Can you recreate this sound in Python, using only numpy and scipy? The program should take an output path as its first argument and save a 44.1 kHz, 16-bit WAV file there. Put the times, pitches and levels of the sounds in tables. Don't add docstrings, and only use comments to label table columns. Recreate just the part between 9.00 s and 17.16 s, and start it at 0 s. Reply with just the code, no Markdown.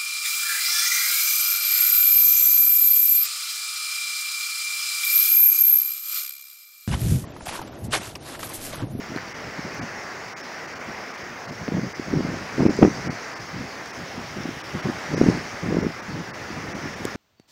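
import sys
import numpy as np
from scipy import signal
from scipy.fft import rfft, irfft, next_fast_len
from scipy.io import wavfile
from scipy.ndimage import uniform_filter1d, map_coordinates

SR = 44100
rng = np.random.default_rng(int(sys.argv[2]) if len(sys.argv) > 2 else 0)


def level_to_linear(level):
    exponent = np.asarray(level, float) / 20
    return 10 ** exponent


def wav_out(sig):
    wavfile.write(sys.argv[1], SR, np.round(np.clip(np.atleast_2d(sig).T, -1, 1) * 32767).astype(np.int16))


N = 359856


def unit(x):
    return x / np.sqrt(np.mean(np.abs(x) ** 2) + 1e-20)


def curves(rows):
    seconds, *columns = np.transpose(rows)
    t = np.arange(N) / SR
    return [np.interp(t, seconds, column) for column in columns]


def wobble(rate):
    points = rng.standard_normal(int(N * rate / SR) + 4)
    return map_coordinates(points, [np.arange(N) * rate / SR])


def coloured(x, spectrum):
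    padded = next_fast_len(N + 8192)
    hz, db = np.transpose(spectrum)
    bins_hz = np.fft.rfftfreq(padded, 1 / SR)
    gain = level_to_linear(np.interp(np.log(bins_hz + 1), np.log(hz + 1), db))
    return irfft(rfft(x, padded) * gain, padded)[:N]


def rush(spectrum, patchy_db, grain_db):
    noise = signal.stft(rng.standard_normal(N), nperseg=512)[2]
    field = uniform_filter1d(rng.standard_normal(noise.shape), size=6, axis=0)
    field = uniform_filter1d(field, size=10, axis=1)
    patchy = signal.istft(noise * level_to_linear(patchy_db * unit(field)), nperseg=512)[1][:N]
    grain = level_to_linear(grain_db * wobble(700))
    return unit(coloured(patchy * grain, spectrum))


def bursts(rows, carrier):
    out = np.zeros(N + SR)
    t = np.arange(-SR // 10, SR // 10) / SR
    for k, (s, db, hz, ms) in enumerate(rows):
        bell = .5 ** ((2000 * t / ms) ** 2)
        start = round(s * SR)
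        out[start:start + len(t)] += level_to_linear(db) * bell * carrier(hz, t, k)
    return out[SR // 10:][:N]


def surf():
    # time in seconds, surge in dB over the sea's usual strength,
    # how far the microphone faces the near water from 0 to 1.
    sea = [(0.0, -1.5, .4), (0.75, 1.5, 0), (2.32, -1.5, 0), (3.5, 2, 0.34), (3.82, 5.5, 0), (4.39, 1, .25),
           (5.61, 0, 1), (6.1, 3, 0.7), (6.3, 6, 0.6), (6.5, 2.5, 0.4), (6.84, -.5, .3), (8.16, 1, 0.6)]
    # pitch in Hz, relative strength in dB.
    wash_colour = [(30, -49), (70, -43), (150, -8.5), (300, -4.5), (790, -3.5), (930, -5.5), (1860, -4),
                   (2100, -4.5), (2700, -14), (3700, -24.5), (5000, -56), (7000, -77)]
    splash_colour = [(1800, -46), (2500, -2), (3100, -3.5), (3900, -5.5), (4800, -28)]
    foam_colour = [(2500, -29), (3700, -9), (4600, 0), (5500, 2), (6700, -5.5), (8200, -23), (10000, -34)]
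    spray_colour = [(4500, -40), (6500, 0), (8000, -2), (10000, -4), (13000, -18), (15800, -16)]
    surge_db, facing = curves(sea)
    wash_db = -36.5 + 0.66 * surge_db
    splash_db = -57.5 + 11 * facing
    foam_db = -46.5 + surge_db
    spray_db = -65.5 + 1.3 * surge_db + 4 * facing
    swell = wobble(3.11)
    wash_db = wash_db + 0.96 * swell
    splash_db = splash_db + 0.5 * swell
    foam_db = foam_db + 0.16 * swell + 0.22 * wobble(17)
    spray_db = spray_db + 0.53 * swell + 0.6 * wobble(11)
    wash = level_to_linear(wash_db) * rush(wash_colour, patchy_db=1.0, grain_db=0.52)
    splash = level_to_linear(splash_db) * rush(splash_colour, patchy_db=1.2, grain_db=1.0)
    foam = level_to_linear(foam_db) * rush(foam_colour, patchy_db=1.8, grain_db=1.0)
    spray = level_to_linear(spray_db) * rush(spray_colour, patchy_db=0.0, grain_db=2.0)
    return wash + splash + foam + spray


def wind():
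    # pitch in Hz, gain in dB.
    port = [(2200, -0.5), (4000, -6), (8000, -45)]
    gust_db = gusts()
    air = buffeting(gust_db) + eddies(gust_db)
    air = air + 0.42 * air ** 2
    travel = 1.1
    moved = air / (1 + np.abs(air / travel) ** 6) ** (1 / 6)
    return coloured(moved, port)


def gusts():
    # start of the hold in seconds, hold in seconds, strength in dB.
    puffs = [(0.092, 0.09, -39.5), (0.472, .04, -42), (0.587, .005, -42), (0.65, 0.0092, -35.5),
             (0.8, .03, -36.5), (.95, .03, -45), (1.886, .005, -39), (2.23, .005, -46), (2.497, 0.032, -37),
             (2.603, 0.029, -37), (2.689, 0.18, -37), (2.75, 0.014, -24), (3.008, .005, -43),
             (3.088, 0.26, -31), (3.132, 0.028, -22), (3.42, 0.012, -36), (3.547, .005, -36.5),
             (3.6, 0.014, -21), (3.66, .025, -22.5), (3.826, 0.019, -16.5), (3.937, 0.11, -36.5),
             (4.07, 0.034, -30.5), (4.422, 0.0085, -37.5), (4.551, 0.085, -37), (4.985, 0.032, -40),
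             (5.17, 0.058, -37.5), (5.366, 0.14, -37.5), (5.566, 0.011, -42), (5.676, .004, -44),
             (5.75, 0.013, -32.5), (5.853, 0.012, -27), (5.936, 0.038, -41.5), (6.123, 0.26, -29),
             (6.219, .09, -22.5), (6.54, 0.0043, -38), (6.639, .155, -30), (6.819, .05, -28.5),
             (6.883, .04, -40), (3.703, .02, -27.5), (3.878, .015, -28), (3.79, .02, -30),
             (0.654, .12, -49), (5.2, .1, -42), (7.08, 0.13, -36.5), (7.506, 0.19, -39),
             (7.752, .01, -33.5), (7.835, 0.048, -34), (8.01, 0.055, -36), (8.15, .02, -36.5)]
    # time in seconds, strength in dB.
    breeze = [(0, -49), (.9, -53.5), (1.25, -58), (1.8, -59), (2.4, -53), (4.9, -51.5), (6.5, -52.5),
              (8.16, -44.5)]
    rise_db_per_s, fall_db_per_s = 550, 326
    t = np.arange(N) / SR
    gust_db = curves(breeze)[0] + 3 * wobble(12)
    for s, hold, db in puffs:
        lost_db = np.maximum(rise_db_per_s * (s - t), fall_db_per_s * (t - s - hold))
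        gust_db = np.maximum(gust_db, db - np.maximum(lost_db, 0))
    return gust_db


def buffeting(gust_db):
    # pitch in Hz, relative strength in dB.
    buffet_colour = [(40, -45), (90, -18.5), (150, 4), (260, -1.5), (400, -8), (600, -15.5), (1000, -21),
                     (2000, -50), (4000, -100)]
    rumble_colour = [(15, -30), (30, -14.5), (70, -5), (120, 0), (200, -16), (400, -39)]
    lumps = level_to_linear(6 * np.tanh(.7 * wobble(90) + .25 * wobble(30)))
    flutter = unit(coloured(lumps * rng.standard_normal(N), buffet_colour))
    rumble = unit(coloured(lumps ** .5 * rng.standard_normal(N), rumble_colour))
    return level_to_linear(gust_db + 1.0) * flutter + level_to_linear(0.67 * gust_db - 16) * rumble


def eddies(gust_db):
    # middle in seconds, height of the swing's bell in dB, pitch in Hz.
    strong_eddies = [(0.121, -23, 236), (0.163, -18.5, 280), (0.594, -21.5, 238), (.653, -27, 200),
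                     (.8, -24.5, 243), (0.844, -26, 220), (2.681, -17, 406), (2.688, -15.5, 232),
                     (2.722, -17.5, 278), (2.753, -17, 227), (2.795, -17, 340), (2.836, -16.5, 221),
                     (2.998, -15.5, 292), (3.132, -13, 304), (3.139, -8, 305), (3.162, -14.5, 262),
                     (3.187, -17, 317), (3.195, -14, 270), (3.207, -14.5, 307), (3.251, -15.5, 239),
                     (3.29, -20, 213), (3.584, -14, 298), (3.596, -12, 263), (3.607, -8.5, 244),
                     (3.633, -7.5, 348), (3.655, -6, 307), (3.664, -2, 268), (3.685, -11, 302),
                     (3.695, -8, 307), (3.708, -13, 227), (3.791, -10.5, 360), (3.796, -13, 353),
                     (3.816, -12, 426), (3.827, 0.5, 370), (3.8306, 4, 293), (3.84, -4, 374),
                     (3.85, -0.5, 367), (3.866, -13, 302), (3.877, -10, 302), (3.883, -10, 240),
                     (4.075, -19, 228), (4.096, -16.5, 226), (5.182, -22.5, 200), (5.37, -24, 290),
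                     (5.406, -22, 190), (5.457, -18.5, 246), (5.492, -17.5, 256), (5.752, -15.5, 240),
                     (5.89, -14, 285), (5.899, -13.5, 258), (6.139, -13.5, 274), (6.146, -14.5, 402),
                     (6.18, -14, 318), (6.215, 0, 310), (6.265, -9, 305), (6.288, -2.5, 245),
                     (6.3, -9, 345), (6.375, -17.5, 270), (6.662, -20, 239), (6.69, -14.5, 202),
                     (6.71, -19, 330), (6.727, -13, 368), (6.747, -12.5, 320), (6.77, -10.5, 376),
                     (6.788, -11, 257), (6.831, -15, 348), (6.85, -13.5, 354), (6.868, -13.5, 286),
                     (7.505, -24, 287), (7.753, -25, 223), (7.859, -22, 270), (8.031, -25, 220),
                     (8.054, -13.5, 370)]
    # pitch in Hz, relative strength in dB.
    ragged_colour = [(250, -50), (550, 6), (900, -14.5), (1600, -20), (2600, -17), (4000, -49)]
    cycles = 1.1
    rows = [(s, db, hz, 1000 * cycles / hz) for s, db, hz in [*lesser_eddies(gust_db), *strong_eddies]]
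    edge_db = -22 + 2 * rng.standard_normal(len(rows))
    gust_then_db = gust_db[[int(row[0] * SR) for row in rows]]
    edge_db += 0.72 * np.maximum(gust_then_db + 24, 0)
    edge_rows = [(s, db + torn_db, hz, 1.18 * ms) for (s, db, hz, ms), torn_db in zip(rows, edge_db)]
    edge_level = bursts(edge_rows, lambda *_: 1)
    edge_noise = unit(coloured(rng.standard_normal(N), ragged_colour))
    return swings(rows, lean=0.54) + edge_level * edge_noise


def lesser_eddies(gust_db):
    when, size, pitch = rng.random((240, 3)).T
    over_gust_db, ceiling_db = 10, -22
    gust_then_db = gust_db[(when * N).astype(int)]
    db = np.minimum(gust_then_db + over_gust_db, ceiling_db) - 7 * size
    hz = 260 * (.75 + .55 * pitch)
    return np.transpose([when * N / SR, db, hz])


def swings(rows, lean):
    tilt = lean * rng.standard_normal(len(rows))
    return bursts(rows, lambda hz, t, k: np.cos(2 * np.pi * hz * t + tilt[k]))


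def finger_touches():
    # middle in seconds, peak in dB, pitch in Hz, length in ms,
    # roughness as the usual random phase step per sample in radians.
    ticks = [(.163, -32.5, 4300, 3.2, 0.3), (.163, -58, 11000, 4, 1.1), (0.1753, -14.5, 1280, .6, 0.11),
             (0.186, -19, 1750, 1, 0), (.748, -47, 13500, 4, .6), (2.6805, -17, 1510, 0.47, 0.04),
             (8.0345, -44, 9000, .5, .3), (8.053, -23.5, 6460, 1.2, 0.5), (3.768, -34, 6960, 1, 0.2),
             (3.785, -44, 7500, 1, .4), (4.86, -33, 5000, 1.5, 0.4), (8.053, -29, 3200, .8, 0.36),
             (8.052, -42, 10200, 8, 1), (8.1, -58, 12300, 70, 1)]
    walk = np.cumsum(rng.standard_normal((len(ticks), SR // 5)), axis=1)

    def touch(hz, t, k):
        roughness = ticks[k][-1]
        return np.cos(2 * np.pi * hz * t + roughness * walk[k])

    return bursts([row[:4] for row in ticks], touch)


def whine():
    # pitch in Hz, peak level in dB before the 6 dB added below.
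    tone = [(15579, -77)]
    (hz, db), = tone
    drift = np.cumsum(12 * wobble(40)) / SR
    return level_to_linear(db + 6) * np.sin(2 * np.pi * (hz * np.arange(N) / SR + drift))


def amplifier_hiss():
    # pitch in Hz, relative strength in dB.
    hiss_colour = [(5000, -32), (8000, -8.5), (11000, -0.5), (15300, 1.5), (15600, 1), (15800, -4)]
    return level_to_linear(-66.0) * unit(coloured(rng.standard_normal(N), hiss_colour))


def scene():
    mix = surf() + wind() + finger_touches() + whine() + amplifier_hiss()
    return mix[None]


def thinned(x, above_hz, keep_db):
    hz, _, z = signal.stft(x, SR, nperseg=1024)
    usual = np.sqrt(np.mean(np.abs(z[hz > above_hz]) ** 2))
    keep = (hz[:, None] < above_hz) | (np.abs(z) > level_to_linear(keep_db) * usual)
    return signal.istft(z * keep, SR, nperseg=1024)[1][:N]


def band_limit(x):
    return signal.sosfilt(signal.butter(12, 16820, fs=SR, output="sos"), x)


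def record(dry):
    # pitch in Hz, gain in dB.
    low_cut = [(15, -6), (50, -2.5), (120, 0)]
    # middle in seconds, length in ms with both fades.
    dropouts = [(.337, 27), (.807, 34), (1.35, 45), (1.424, 29), (1.67, 23), (1.746, 26), (1.789, 23),
                (2.129, 23), (2.171, 22), (2.235, 20), (2.471, 26), (2.512, 23), (2.939, 31.4), (3.687, 30),
                (4.092, 38), (4.348, 29), (4.391, 24), (4.924, 29), (5.628, 32), (5.82, 26), (6.159, 36),
                (6.821, 23), (7.015, 26), (7.324, 41), (7.739, 31), (7.953, 25)]
    x = coloured(dry[0], low_cut)
    x = x / (1 + np.abs(x) ** 20) ** (1 / 20)
    t = np.arange(N) / SR
    full = np.ones(N)
    fade_s = .017
    for s, ms in dropouts:
        depth = np.clip((ms / 2000 - np.abs(t - s)) / fade_s, 0, .98)
        full *= np.cos(np.pi / 2 * depth) ** 2
    thin = thinned(x, above_hz=1900, keep_db=10.0)
    mix = thin + full * (x - thin)
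    top_hz = 15830
    mix = coloured(mix, [(20, 0), (top_hz, 0), (top_hz + 30, -70)])
    return band_limit(mix)


dry = scene()
out = record(dry)
wav_out(out)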